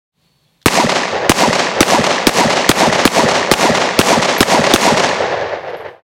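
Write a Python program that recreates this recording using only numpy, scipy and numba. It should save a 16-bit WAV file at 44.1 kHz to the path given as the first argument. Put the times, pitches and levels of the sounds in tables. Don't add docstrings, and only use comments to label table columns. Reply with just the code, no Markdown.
import sys
import numpy as np
from scipy import signal
from scipy.fft import rfft, irfft
from scipy.io import wavfile
from scipy.ndimage import map_coordinates
from numba import njit

SR = 44100
rng = np.random.default_rng(int(sys.argv[2]) if len(sys.argv) > 2 else 0)


def unload_audio(sound):
    columns = np.transpose(np.atleast_2d(sound))
    steps = np.round(np.clip(columns, -1, 1) * 32767)
    wavfile.write(sys.argv[1], SR, steps.astype(np.int16))


N = 268991
SHOT_SAMPLES = 65536
TIME = np.arange(N) / SR
AGE = np.arange(SHOT_SAMPLES) / SR


def undb(db):
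    return 10 ** (np.asarray(db) / 20)


def add(out, s, x):
    i = int(round(s * SR))
    out[i:i + len(x)] += x[:len(out) - i]


def tint(x, spectrum, low_hz=1, high_hz=SR):
    hz = np.maximum(np.fft.rfftfreq(len(x), 1 / SR), 1)
    points_hz, db = np.transpose(spectrum)
    gain = undb(np.interp(np.log(hz), np.log(points_hz), db))
    gain /= np.sqrt((1 + (low_hz / hz) ** 2) * (1 + (hz / high_hz) ** 2))
    return irfft(rfft(x) * gain / np.sqrt(np.mean(gain ** 2)), len(x))


def noise(spectrum):
    return tint(rng.standard_normal(SHOT_SAMPLES), spectrum)


def walk(per_s, size=SHOT_SAMPLES):
    steps = np.arange(size) / SR * per_s
    return map_coordinates(rng.standard_normal(8192), [steps], order=3, mode="wrap")


def decay(start_s, fall_s):
    return (AGE >= start_s) * np.exp(-np.abs(AGE - start_s) / fall_s)


def swell(delay_s, spread_s):
    return np.exp(-.5 * ((AGE - delay_s) / spread_s) ** 2)


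def arrival(delay_s, rise_s, fall_s):
    return np.where(AGE < delay_s, swell(delay_s, rise_s), decay(delay_s, fall_s))


# f/Hz, level/dB
AIR_SPECTRUM = [(18, -32), (30, -15.5), (109, -10.5), (145, -1.5), (266, -17), (1100, -20.5), (1350, -27),
                (3140, -21.5), (4420, -20.5), (4780, -28), (5740, -29.5), (16000, -35.5)]


def open_air(level_db=-59):
    return undb(level_db + walk(9.5, N)) * tint(rng.standard_normal(N), AIR_SPECTRUM)


# centre t/s, half length/s, f/Hz, level/dB
BIRD_NOTES = [(.33, 0.11, 4440, -67), (.44, .015, 4250, -66), (0.483, 0.022, 3450, -67),
              (0.534, .012, 4280, -61)]


def far_bird(blur_per_s=150):
    blur = walk(blur_per_s, N) + 1j * walk(blur_per_s, N)
    out = np.zeros(N)
    for s, half_s, hz, db in BIRD_NOTES:
        envelope = undb(db) * np.exp(-((TIME - s) / half_s) ** 4)
        out += envelope * np.real(blur * np.exp(2j * np.pi * hz * TIME))
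    return out


# t/s, level/dB
TRIGGER_CLICKS = [(0.616, -43.5), (0.627, -41.5)]
# f/Hz, level/dB
CLICK_SPECTRUM = [(500, -14), (1200, -17.5), (1750, 13.5), (2300, -11), (3300, 15), (6500, 2),
                  (12000, -9.5)]


def trigger():
    out = np.zeros(N)
    for s, db in TRIGGER_CLICKS:
        add(out, s, undb(db) * noise(CLICK_SPECTRUM) * decay(0, 0.0033))
    return out


# t/s, tick level/dB, ring level/dB, ring f/Hz, ring decay/s
CASE_LANDINGS = [(4.381, -28, -21, 11520, .022), (5.319, -51, -66, 10200, .008),
                 (5.403, -53, -60, 13800, .008), (5.7006, -57, -58, 9900, .006),
                 (5.7695, -58, -49, 11600, .022), (5.8084, -53, -62, 11600, .02)]
# f/Hz, level/dB
TICK_SPECTRUM = [(2000, -40), (7000, 11), (10000, 14), (16000, -4)]


def spent_cases():
    out = np.zeros(N)
    for s, tick_db, ring_db, hz, ring_s in CASE_LANDINGS:
        tick = undb(tick_db) * noise(TICK_SPECTRUM) * decay(0, .003)
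        ring = undb(ring_db) * np.sin(2 * np.pi * hz * AGE) * decay(0, ring_s)
        add(out, s, tick + ring)
    return out


def air_absorption(x, db_per_s=53):
    hz, s, frames = signal.stft(x, SR, nperseg=256)
    loss_db = db_per_s * np.outer((hz / 10000) ** 1.94, s)
    return signal.istft(frames * undb(-loss_db), SR)[1][:len(x)]


def air_motion(steady, fresh, coherent_hz=3800):
    hz = np.fft.rfftfreq(SHOT_SAMPLES, 1 / SR)
    coherence = 1 / (1 + (hz / coherent_hz) ** 2)
    return irfft(np.sqrt(coherence) * rfft(steady) + np.sqrt(1 - coherence) * rfft(fresh))


# delay t/s, level/dB
SLOPE_ECHOES = [(.585, -14.5), (0.687, -15), (.743, -20), (.948, -19), (1.012, -23), (1.125, -20)]
# f/Hz, level/dB
HILL_SPECTRUM = [(30, -40.5), (90, -7.5), (170, -8.5), (250, -20), (340, -0.5), (500, 8), (780, 4),
                 (1300, -8), (1750, -2), (2600, -11.5), (6500, -14), (15000, -36.5)]


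def far_hills(scatter, level_db=-14, lumpy_db=2.36):
    roll = undb(level_db + lumpy_db * walk(35)) * arrival(delay_s=0.491, rise_s=0.034, fall_s=0.44)
    slope_power = sum((undb(db) * swell(s, spread_s=.012)) ** 2 for s, db in SLOPE_ECHOES)
    return np.sqrt(roll ** 2 + slope_power) * tint(scatter, HILL_SPECTRUM)


# delay t/s, rise/s, fall/s, level/dB, low edge f/Hz
BANK_ECHOES = [(.035, 0.016, 0.099, -14.5, 200), (.122, 0.052, 0.1, -8.5, 167),
               (.24, 0.0077, 0.014, -7, 180), (.263, .007, .014, -7.5, 160), (.304, 0.016, 0.16, -9, 320)]
# f/Hz, level/dB
BANK_SPECTRUM = [(30, -23), (80, -9), (170, 4.5), (350, 0.5), (800, 3), (1100, 0), (1420, -4), (2000, -2),
                 (3000, -6), (6500, -5.5), (9000, -10.5), (15000, -16.5)]


def earth_banks(scatter, high_hz=9700):
    out = np.zeros(SHOT_SAMPLES)
    for k, (s, rise_s, fall_s, db, low_hz) in enumerate(BANK_ECHOES):
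        grain = np.roll(scatter, k * 4096)
        out += undb(db) * arrival(s, rise_s, fall_s) * tint(grain, BANK_SPECTRUM, low_hz, high_hz)
    return out


def terrain(grain_db=2.5):
    scatter = rng.standard_normal(SHOT_SAMPLES) * undb(grain_db * walk(500))
    scatter /= scatter.std()
    return air_absorption(earth_banks(scatter) + far_hills(scatter[::-1]))


def backstop_ridges(top_hz=970, low_hz=199.64, top_s=.153, climb_s=.066, drop_s=.045, level_db=-9.5):
    from_top = (AGE - top_s) / np.where(AGE < top_s, climb_s, drop_s)
    pitch_hz = np.maximum(top_hz * (1 - from_top ** 2), low_hz)
    phase = 2 * np.pi * np.cumsum(pitch_hz) / SR
    roughness = 1 + 0.43 * (walk(380) + 1j * walk(380))
    envelope = undb(level_db) * arrival(delay_s=0.189, rise_s=0.051, fall_s=0.012)
    return envelope * np.real(roughness * np.exp(1j * phase))


# delay t/s, f/Hz, level/dB
FACE_ECHOES = [(.129, 710, 1), (.141, 303, -4.5), (.189, 252, -5), (0.202, 184, -6.5), (.2102, 1880, -7.5),
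               (.216, 554, -5), (.270, 623, -5), (0.364, 314, -16), (.378, 1860, -8)]


def backstop_faces(spread_at_1khz_s=0.0016):
    out = np.zeros(SHOT_SAMPLES)
    for s, hz, db in FACE_ECHOES:
        envelope = undb(db) * swell(s, spread_at_1khz_s * np.sqrt(1000 / hz))
        out -= envelope * np.cos(2 * np.pi * hz * (AGE - s))
    return out


# f/Hz, level/dB
SLAP_SPECTRUM = [(40, -26), (200, -9), (600, 4), (1500, 1), (2800, 2.5), (5000, -12), (9000, -15),
                 (16000, -35.5)]


def target_slap(round_trip_s=.024):
    return noise(SLAP_SPECTRUM) * arrival(round_trip_s, rise_s=0.00073, fall_s=0.0025)


# f/Hz, level/dB
CRACK_SPECTRUM = [(200, -49.5), (1200, -1), (3000, -6.5), (5500, -7), (9000, -18), (16000, -30)]
# f/Hz, level/dB
GROUND_SPECTRUM = [(30, -9.5), (100, 0), (400, -1.5), (1100, -3), (2000, -11), (5000, -12.5), (9000, -16),
                   (16000, -28.5)]


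def blast(crack_s, swing_hz=490, slowing_s=0.0061, fall_s=0.0024):
    crack = undb(14) * noise(CRACK_SPECTRUM) * np.exp(-(AGE / crack_s) ** 4)
    after_s = np.maximum(AGE - crack_s, 0)
    cycles = swing_hz * slowing_s * (1 - np.exp(-after_s / slowing_s))
    swing = -undb(29) * np.sin(2 * np.pi * cycles) * np.exp(-after_s / fall_s)
    hiss = undb(10) * noise(GROUND_SPECTRUM) * decay(0.004, 0.0099)
    return crack + swing + hiss


# t/s, blast level/dB, crack length/s, slap level/dB
PISTOL_SHOTS = [(0.6589, -4.5, 0.00216, 4), (1.2944, 0, 0.0025, 10.5), (1.8060, -2, 0.0024, 9),
                (2.2691, 0.5, 0.0022, 8), (2.6915, 0.5, 0.0029, 13), (3.0528, 2, .0022, 11),
                (3.5142, 0.5, .0018, 11.5), (3.9900, -3.5, 0.0018, 5.5), (4.4061, 1, 0.0021, 13),
                (4.7372, -2.5, 0.0024, 8.5)]


def gunfire(echo_db=-2):
    out = np.zeros(N)
    land = terrain()
    backstop = backstop_ridges() + backstop_faces()
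    tail_fade = np.minimum((AGE[-1] - AGE) / 0.1, 1) ** 2
    for s, blast_db, crack_s, slap_db in PISTOL_SHOTS:
        echo = (air_motion(land, terrain()) + backstop) * tail_fade
        direct = undb(blast_db) * blast(crack_s) + undb(slap_db) * target_slap()
        add(out, s, direct + undb(echo_db) * echo)
    return out


def scene():
    return (gunfire() + spent_cases() + trigger() + far_bird() + open_air())[None]


@njit
def follow(x, attack_s, release_s):
    out, level = np.empty(len(x)), 0.
    for i in range(len(x)):
        gap = abs(x[i]) - level
        level += gap / (SR * (attack_s if gap > 0 else release_s))
        out[i] = level
    return out


def record(dry, limit_db=-3.0, low_cut_hz=12, top_hz=15800):
    sensed = follow(dry[0], attack_s=0.011, release_s=0.05)
    ducked = dry / np.maximum(sensed / undb(limit_db), 1)
    clipped = .97 * ducked / (1 + ducked ** 8) ** (1 / 8)
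    centred = signal.sosfilt(signal.butter(1, low_cut_hz, "highpass", fs=SR, output="sos"), clipped)
    fade_in = np.interp(TIME, (.12, .25), (0, 1))
    fade_out = np.interp(TIME, (5.895, 6.025), (1, 0)) ** 1.3
    top_cut = signal.ellip(8, .1, 80, top_hz, fs=SR, output="sos")
    return signal.sosfilt(top_cut, centred * fade_in * fade_out)


dry = scene()
out = record(dry)
unload_audio(out)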